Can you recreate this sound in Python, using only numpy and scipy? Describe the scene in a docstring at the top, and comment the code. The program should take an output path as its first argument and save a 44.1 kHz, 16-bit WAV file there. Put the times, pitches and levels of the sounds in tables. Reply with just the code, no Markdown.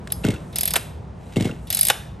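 """A chainsaw on a lawn with far traffic rumbling throughout, picked up close by two microphone ports.
First pull: the cord hisses out, cord and flywheel whir, and the dead engine turns over in a few pops.
The cord then rewinds in ratcheting steel pawl clicks until the plastic handle knocks home; the second pull
does the same. Pops and rings are damped sines; hiss, whir, gas and knocks are shaped noise.
Nearby walls answer every sound of the saw, and the two ports hear its treble out of phase."""
import sys
import numpy as np
from scipy import signal
from scipy.fft import rfft, irfft, next_fast_len
from scipy.io import wavfile
from scipy.ndimage import map_coordinates

SR = 44100
rng = np.random.default_rng(int(sys.argv[2]) if len(sys.argv) > 2 else 0)


def bounce(signal):
    """Save signal as a 16-bit WAV file at the path given by the first command-line argument."""
    frames = np.transpose(np.atleast_2d(signal))
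    limited = np.clip(frames, -1, 1)
    pcm = np.round(limited * 32767).astype(np.int16)
    wavfile.write(sys.argv[1], SR, pcm)


N = 97020  # samples, 2.2 s


def amp(db):
    """Convert dB to gain."""
    return 10 ** (np.asarray(db) / 20)


def unit(x):
    """Scale to rms 1."""
    return x / np.sqrt(np.mean(x ** 2) + 1e-20)


def along(points, hz):
    """Read (pitch_hz, value) points along a logarithmic frequency axis."""
    point_hz, value = np.transpose(points)
    return np.interp(np.log(hz + 1), np.log(point_hz + 1), value)


def fader(points):
    """Gain that follows (time_s, level_db) points, at -120 dB outside them."""
    return amp(np.interp(np.arange(N) / SR, *np.transpose(points), left=-120, right=-120))


def filtered(x, response):
    """Filter x by a complex response of frequency."""
    m = next_fast_len(N + SR // 2)
    return irfft(rfft(x, m) * response(np.fft.rfftfreq(m, 1 / SR)), m)[..., :N]


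def noise(spectrum, peaks=(), peaks_db=0):
    """Noise of rms 1 with a spectrum in dB per Hz and resonances raised above it."""
    def response(hz):
        resonances = sum(amp(db) / np.hypot(1, 2 * (hz - centre) / width) for centre, width, db in peaks)
        return amp(along(spectrum, hz)) * (1 + amp(peaks_db) * resonances)
    return unit(filtered(rng.standard_normal(N), response))


def bursts(rows, attack_s):
    """Envelope of (start_s, level_db, t60_s) bursts that rise quickly, decay exponentially and add in power."""
    t = np.arange(N) / SR
    power = 0
    for start_s, db, t60_s in rows:
        age = np.clip(t - start_s, 0, None)
        power = power + (amp(db - 60 * age / t60_s) * (1 - np.exp(-age / attack_s))) ** 2
    return np.sqrt(power)


GLIDE_S = 0.0041  # time constant of the pitch glide


def tone(start_s, db, start_hz, end_hz, t60_s):
    """A damped sine whose pitch relaxes exponentially from start_hz to end_hz."""
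    age = np.clip(np.arange(N) / SR - start_s, 0, None)
    turns = end_hz * age + (start_hz - end_hz) * GLIDE_S * (1 - np.exp(-age / GLIDE_S))
    return amp(db - 60 * age / t60_s) * np.sin(2 * np.pi * turns)


# colour of the far rumble: pitch_hz, level_db (per Hz, relative)
TRAFFIC_COLOUR = [(12, -30), (20, -53.5), (59, 0), (130, -6), (165, -4.5), (295, -20.5), (337, -18.5),
                  (872, -25), (944, -26), (1200, -31.5), (2380, -40.5), (9640, -58), (11000, -66),
                  (14300, -109), (22000, -120)]
# slow drift of the rumble: time_s, level_db
TRAFFIC_LEVEL = [(0.0, -35), (0.19, -34), (1.11, -36.5), (1.7, -37.5), (2.05, -37.5), (2.2, -36.5)]
# stereo width of the rumble: pitch_hz, side_over_mid_db
TRAFFIC_WIDTH = [(60, -27.5), (130, -17), (290, -10), (640, -1.5), (1410, -3), (3100, -20), (6820, -22),
                 (15000, 27)]


def traffic():
    """Far rumble of coloured noise, near mono in the bass because the side part is weak there."""
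    mid = noise(TRAFFIC_COLOUR)
    side = filtered(noise(TRAFFIC_COLOUR), lambda hz: amp(along(TRAFFIC_WIDTH, hz)))
    return fader(TRAFFIC_LEVEL) * np.array([mid + side, mid - side])


WALLS_DELAY_S = .012
# how fast the answer of the walls dies: pitch_hz, t60_s
WALLS_DECAY = [(200, 0.57), (2000, 0.49), (6000, 0.49), (12000, 0.35), (13500, 0.14)]


def walls(x):
    """Decaying scatter, faster in the treble; eight tails take turns every 5 ms. Returns echo and side part."""
    delayed = np.pad(x, (round(WALLS_DELAY_S * SR), 0))
    hz, t, cells = signal.stft(rng.standard_normal((8, 2, SR // 2)), SR, nperseg=256)
    decay = amp(-60 * t / along(WALLS_DECAY, hz)[:, None])
    tails = signal.istft(cells * decay, SR, nperseg=256)[1]
    turn = np.arange(len(delayed)) // (SR // 200) % len(tails)
    answer = 0
    for k, tail in enumerate(tails):
        heard = (delayed * (turn == k))[None]
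        answer = answer + signal.fftconvolve(heard, tail / np.linalg.norm(tail[0]), axes=1)[:, :N]
    return answer


# hiss of the cord, one list per pull: time_s, level_db
CORD_HISS = [
    [(0.0, -75), (0.122, -58), (0.246, -55), (0.372, -62.5), (0.55, -60)],
    [(1.15, -77), (1.266, -62.5), (1.486, -70.5), (1.7, -57.5)],
]
# colour of the hiss: pitch_hz, level_db (per Hz, relative)
CORD_COLOUR = [(3500, -24.5), (6000, -4.5), (9000, 1.5), (11500, -2), (12800, -23.5), (13500, -60)]


def cord():
    """Fine treble noise as the cord runs out in each pull."""
    return sum(fader(pull) for pull in CORD_HISS) * noise(CORD_COLOUR)


GRAIN_HZ, GRAIN_DB = 315, 3.5  # random level points per second, and their spread
CASING_DB = -1  # gain of all casing resonances
# whir of cord and flywheel, one list per pull: time_s, level_db
WHIR_LEVEL = [
    [(0.2, -117), (0.242, -35), (0.366, -50), (0.45, -72.5)],
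    [(1.2, -64), (1.28, -58), (1.46, -38.5), (1.6, -64.5)],
]
# colour of the casing, for whir and clatter: pitch_hz, level_db (per Hz, relative)
CASE_COLOUR = [(410, -28.5), (700, -7), (990, -22.5), (2110, -2), (2300, -8.5), (3910, -5), (4270, -12.5),
               (7830, -14.5), (10000, -13), (11800, -15.5), (13500, -49)]
# casing resonances in the whir: pitch_hz, width_hz, level_db (before CASING_DB)
CASING_PEAKS = [(1450, 120, 3), (2250, 27, -8), (2750, 200, -4), (3750, 68, -19)]


def whir():
    """Cord and flywheel scrape: noise through the casing, made grainy by a random level."""
    grain_points = np.arange(N) / SR * GRAIN_HZ
    grain = amp(GRAIN_DB * map_coordinates(rng.standard_normal(N), [grain_points]))
    scrape = unit(grain * noise(CASE_COLOUR, CASING_PEAKS, CASING_DB))
    return sum(fader(pull) for pull in WHIR_LEVEL) * scrape


CLATTER_DB = -7  # gain of the noisy knocks only
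# knocks as parts take up play: start_s, level_db (of the ring's reference), t60_s (of the knock),
# ring_hz, ring_db (relative to level_db)
CLATTER_KNOCKS = [(0.0734, -23, 0.018, 1650, -10.5), (0.2413, -24, 0.021, 2750, 1.5),
                  (0.25, -12, 0.014, 1470, -7), (.266, -24, 0.035, 3200, -3),
                  (.286, -17.5, .02, 2700, -7.5), (.304, -21, 0.043, 2140, -16),
                  (0.339, -28, .03, 1450, -5.5), (.349, -38, .025, 1473, 5), (0.362, -36, 0.021, 2690, 3.5),
                  (1.360, -25, .04, 2750, -1), (1.367, -20.5, 0.055, 2090, -13.5),
                  (1.399, -28.5, 0.037, 3030, -4), (1.408, -17, .03, 1915, -14.5),
                  (1.4238, -19, .03, 3290, -14), (1.445, -25, .03, 2700, -7),
                  (1.454, -21, 0.023, 2810, -13.5), (1.493, -38, 0.039, 1415, 6.5),
                  (1.512, -33.5, 0.024, 2750, 5.5)]


def clatter():
    """Parts taking up play knock the casing: a short noise burst and one ring that lasts slightly longer."""
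    envelope = amp(CLATTER_DB) * bursts([row[:3] for row in CLATTER_KNOCKS], 0.0003)
    rings = sum(tone(start_s, db + ring_db, hz, hz, 1.11 * t60_s)
                for start_s, db, t60_s, hz, ring_db in CLATTER_KNOCKS)
    return rings + envelope * noise(CASE_COLOUR, [(8100, 490, 0)])


RATTLE_DB, BODY_DB = -11.5, 2  # added to every rattle and every cover knock
CRACK_T60_S = 0.012
# pawl clicks: start_s, level_db (reference of the click), t60_s (of rattle and cover),
# body_db, ring_db, crack_db (relative to level_db, body_db before BODY_DB)
PAWL_CLICKS = [(0.1021, -41.5, 0.032, 6.5, -5.5, -3), (0.1208, -15, 0.024, -9.5, -2.5, -3),
               (0.5265, -39, 0.14, -6, -7, -2.5), (0.5578, -16, 0.079, -13, 0.5, 2),
               (0.5844, -13.5, 0.049, -12.5, -5, 2), (0.6089, -11, 0.05, -18.5, -3, -0.5),
               (0.632, -12.5, 0.038, -10.5, -2.5, -5.5), (0.6554, -12, 0.05, -15.5, -6.5, 3.5),
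               (0.676, -14, 0.064, -11, -1.5, -5.5), (0.7063, -15.5, 0.057, -13, -3, -0.5),
               (0.7364, -12.5, 0.029, -10.5, -1.5, 4.5), (0.7568, -10, 0.052, -15, -4, -3.5),
               (0.7634, -7, 0.027, -24, -7.5, -0.5), (1.6706, -40.5, 0.14, -4, -2, -9),
               (1.7023, -13, 0.064, -13, -2, -1.5), (1.7262, -12.5, 0.081, -15, -1.5, 1.5),
               (1.7477, -12.5, 0.063, -18.5, -0.5, 1.5), (1.7697, -12.5, 0.082, -15, -6, -1),
               (1.7902, -9, 0.046, -17, -3.5, -3), (1.8103, -8.5, 0.049, -19, 0, -4),
               (1.8301, -12, 0.05, -16, -2, -3), (1.8512, -13, 0.053, -13.5, -2, 4.5),
               (1.8685, -9, 0.045, -16, -3, -3.5), (1.8848, -10, 0.1, -14.5, -8, 5),
               (1.9, -8.5, 0.017, -0.5, -4.5, 0)]
# steel modes of the pawl: pitch_hz, level_db (both before random scatter), t60_s
PAWL_MODES = [(3536, -31, 0.057), (4065, -16.5, 0.052), (4650, -24.5, 0.17), (5100, -18, 0.11),
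              (5370, -20, .05), (6080, -26.5, 0.097), (6640, -29.5, 0.1), (8440, -10, 0.029),
              (9060, -18.5, 0.082), (10700, 10, 0.013), (11485, -1.5, 0.034), (11940, -12, .04),
              (14260, -19, 0.043)]
# colour of crack and rattle: pitch_hz, level_db (per Hz, relative)
RATTLE_COLOUR = [(590, -46), (1000, -24), (5170, -17.5), (6530, -11.5), (8860, -10.5), (9960, -1.5),
                 (11200, -2), (13500, -26), (15400, -21.5), (16500, -53)]
# colour of the plastic starter cover: pitch_hz, level_db (per Hz, relative)
COVER_COLOUR = [(450, -25.5), (680, -2), (1000, -28), (1500, -15), (2170, -8), (3180, -6.5), (3580, -2),
                (5000, -12.5), (6500, -16.5), (11000, -86)]


def pawl_ring(draws):
    """Sum of damped steel modes, each with its own random level, pitch, phase and wobble rate."""
    t = np.arange(SR // 4) / SR
    ring = 0
    for (hz, db, t60_s), (a, b, c) in zip(PAWL_MODES, draws):
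        wobble = 1.5 * np.sin(2 * np.pi * 55 * (1 + 0.21 * c) * t)  # radians, around 55 Hz
        phase = 2 * np.pi * hz * (1 + 0.0033 * b) * t + 3 * c + wobble
        ring = ring + amp(db + 4.6 * a - 60 * t / t60_s) * np.sin(phase)
    return ring * (1 - np.exp(-t / 0.0015))


def pawl():
    """Every click cracks, rings the steel anew with an unsteady pitch, rattles briefly and knocks the cover."""
    rings = np.zeros(N + SR)
    chance = rng.standard_normal((len(PAWL_CLICKS), len(PAWL_MODES), 3))
    for (start_s, db, _, _, ring_db, _), draws in zip(PAWL_CLICKS, chance):
        ring = pawl_ring(draws)
        rings[round(start_s * SR):][:len(ring)] += amp(db + ring_db) * ring
    rattle = bursts([(s, db + RATTLE_DB, t60_s) for s, db, t60_s, *_ in PAWL_CLICKS], 0.00089)
    crack = bursts([(s, db + crack_db, CRACK_T60_S) for s, db, *_, crack_db in PAWL_CLICKS], 0.00046)
    cover = bursts([(s, db + body_db + BODY_DB, t60_s) for s, db, t60_s, body_db, *_ in PAWL_CLICKS], 0.0015)
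    return rings[:N] + np.hypot(rattle, crack) * noise(RATTLE_COLOUR) + cover * noise(COVER_COLOUR)


KNOCK_DB, HOUSING_DB = -8, 3.5  # gain of all knocks, gain of the resonances
SPLIT_HZ = 1590  # between hollow body and clack
# the handle knocking home: start_s, clack_db, hollow_db (both before KNOCK_DB), t60_s
HANDLE_KNOCKS = [(0.739, -15, -9, 0.039), (0.756, -7.5, -24, 0.055), (0.7596, -9.5, -5, 0.047),
                 (0.767, -26, -19, .03), (1.898, -7, -30, 0.072), (1.900, 0, -6.5, 0.027),
                 (1.902, -3, 0.5, 0.024), (1.907, -12.5, -6.5, 0.023)]
# colour of the plastic handle: pitch_hz, level_db (per Hz, relative)
HANDLE_COLOUR = [(150, -40), (250, -5), (736, 10), (1040, -6), (1510, 3), (2330, -2.5), (3010, -0.5),
                 (4250, -14), (8230, -5.5), (9000, -1.5), (11700, -44), (19800, -120)]
# resonances of the housing: pitch_hz, width_hz, level_db (before HOUSING_DB)
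HOUSING_PEAKS = [(760, 180, -2.5), (1160, 120, 14), (1460, 37, 8.5), (1970, 73, 2.5), (3030, 1300, -1),
                 (3680, 100, 8.5)]


def handle():
    """The plastic handle knocks home: a bright clack, and a hollow body that swells more slowly."""
    def low(hz):
        return 1 / (1 + (hz / SPLIT_HZ) ** 6)
    clack = unit(filtered(noise(HANDLE_COLOUR, HOUSING_PEAKS, HOUSING_DB), lambda hz: 1 - low(hz)))
    hollow = unit(filtered(noise(HANDLE_COLOUR, HOUSING_PEAKS, HOUSING_DB), low))
    clack_level = bursts([(s, clack_db, t60_s) for s, clack_db, _, t60_s in HANDLE_KNOCKS], 0.00058)
    hollow_level = bursts([(s, hollow_db, t60_s) for s, _, hollow_db, t60_s in HANDLE_KNOCKS], 0.0019)
    return amp(KNOCK_DB) * (clack_level * clack + hollow_level * hollow)


POP_START_HZ, POP_END_HZ, POP_T60_S = 389, 101.9, 0.098
LEAD_DB, AFTER_DB = -13, -7  # smaller pops before and after, relative to the main one
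FIN_HZ, FIN_DB, FIN_T60_S, FIN_LATE_S = 2171, -26, 0.14, 0.0025  # fin level relative to the pop
PUFF_DB, PUFF_T60_S = -13.5, 0.13  # rush of gas, relative to the pop
# exhaust pops of the unfired engine: start_s, level_db, lead_early_s, after_late_s
ENGINE_POPS = [(0.2496, -9, .006, .0125), (0.2875, -10, .006, .0125), (0.3347, -23, .016, .02),
               (1.3686, -8.5, 0.00711, .014), (1.408, -10.5, 0.00643, .013), (1.4539, -11, .0075, .0165),
               (1.5025, -21, .009, .022)]
# colour of the rush of gas: pitch_hz, level_db (per Hz, relative)
PUFF_COLOUR = [(60, -25), (150, -16.5), (450, 7.5), (800, -10), (1500, -51)]


def chugs():
    """Pops glide down as the port opens, with small higher pops around each and a cooling fin ringing after."""
    out = 0
    for start_s, db, early_s, late_s in ENGINE_POPS:
        out = out - tone(start_s - early_s, db + LEAD_DB, 600, 270, 0.012)
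        out = out - tone(start_s, db, POP_START_HZ, POP_END_HZ, POP_T60_S)
        out = out + tone(start_s + FIN_LATE_S, db + FIN_DB, FIN_HZ, FIN_HZ, FIN_T60_S)
        out = out - tone(start_s + late_s, db + AFTER_DB, 450, 170, 0.081)
    return out


def puffs():
    """A rush of gas, low noise that starts with the small pop ahead of each main pop."""
    rows = [(s - early_s, db + PUFF_DB, PUFF_T60_S) for s, db, early_s, _ in ENGINE_POPS]
    return bursts(rows, 0.00067) * noise(PUFF_COLOUR)


# phase between the two microphone ports: pitch_hz, left_lead_rad
PORT_PHASE = [(0, 0), (1210, -.35), (2000, 0), (3190, .65), (4500, .55), (6500, .1), (8010, .3),
              (8700, -.1), (9560, -2.1), (10700, -3.8), (11800, -6.1), (13200, -6.5), (13500, -2.9),
              (14200, -3.9), (14900, -6.2), (16500, -6.9)]
# level between the two ports: pitch_hz, left_over_right_db
PORT_LEVEL = [(60, .2), (200, .6), (700, .7), (1400, -.4), (3000, 0)]


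def ports(x):
    """Two close ports share the phase and level offsets equally, half to each side."""
    def response(hz):
        phase = np.exp(np.outer([.5j, -.5j], along(PORT_PHASE, hz)))
        return phase * amp(np.outer([.5, -.5], along(PORT_LEVEL, hz)))
    return filtered(x, response)


WALLS_DB, WALLS_SIDE_DB = -17, -20.5  # gains of the echo and of its side part
# colour of the echo's side part: pitch_hz, level_db (before WALLS_DB and WALLS_SIDE_DB)
SPREAD_COLOUR = [(100, -6), (500, 2), (1200, 19), (4000, -13), (12000, -6.5)]


def scene():
    """The close saw and its echo reach both ports; the echo's side part and the traffic add width."""
    saw = cord() + whir() + clatter() + pawl() + handle() + puffs() + chugs()
    echo, spread = amp(WALLS_DB) * walls(saw)
    side = filtered(spread, lambda hz: amp(along(SPREAD_COLOUR, hz)))
    return ports(saw + echo) + amp(WALLS_SIDE_DB) * np.outer([1, -1], side) + traffic()


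CEILING, TOP_HZ = .9, 16800  # soft limit in full scale, band limit


def record(dry):
    """Round off peaks towards a soft ceiling, then keep nothing above the band limit."""
    limited = dry / (1 + np.abs(dry / CEILING) ** 4) ** .25
    return filtered(limited, lambda hz: hz < TOP_HZ)


dry = scene()
out = record(dry)
bounce(out)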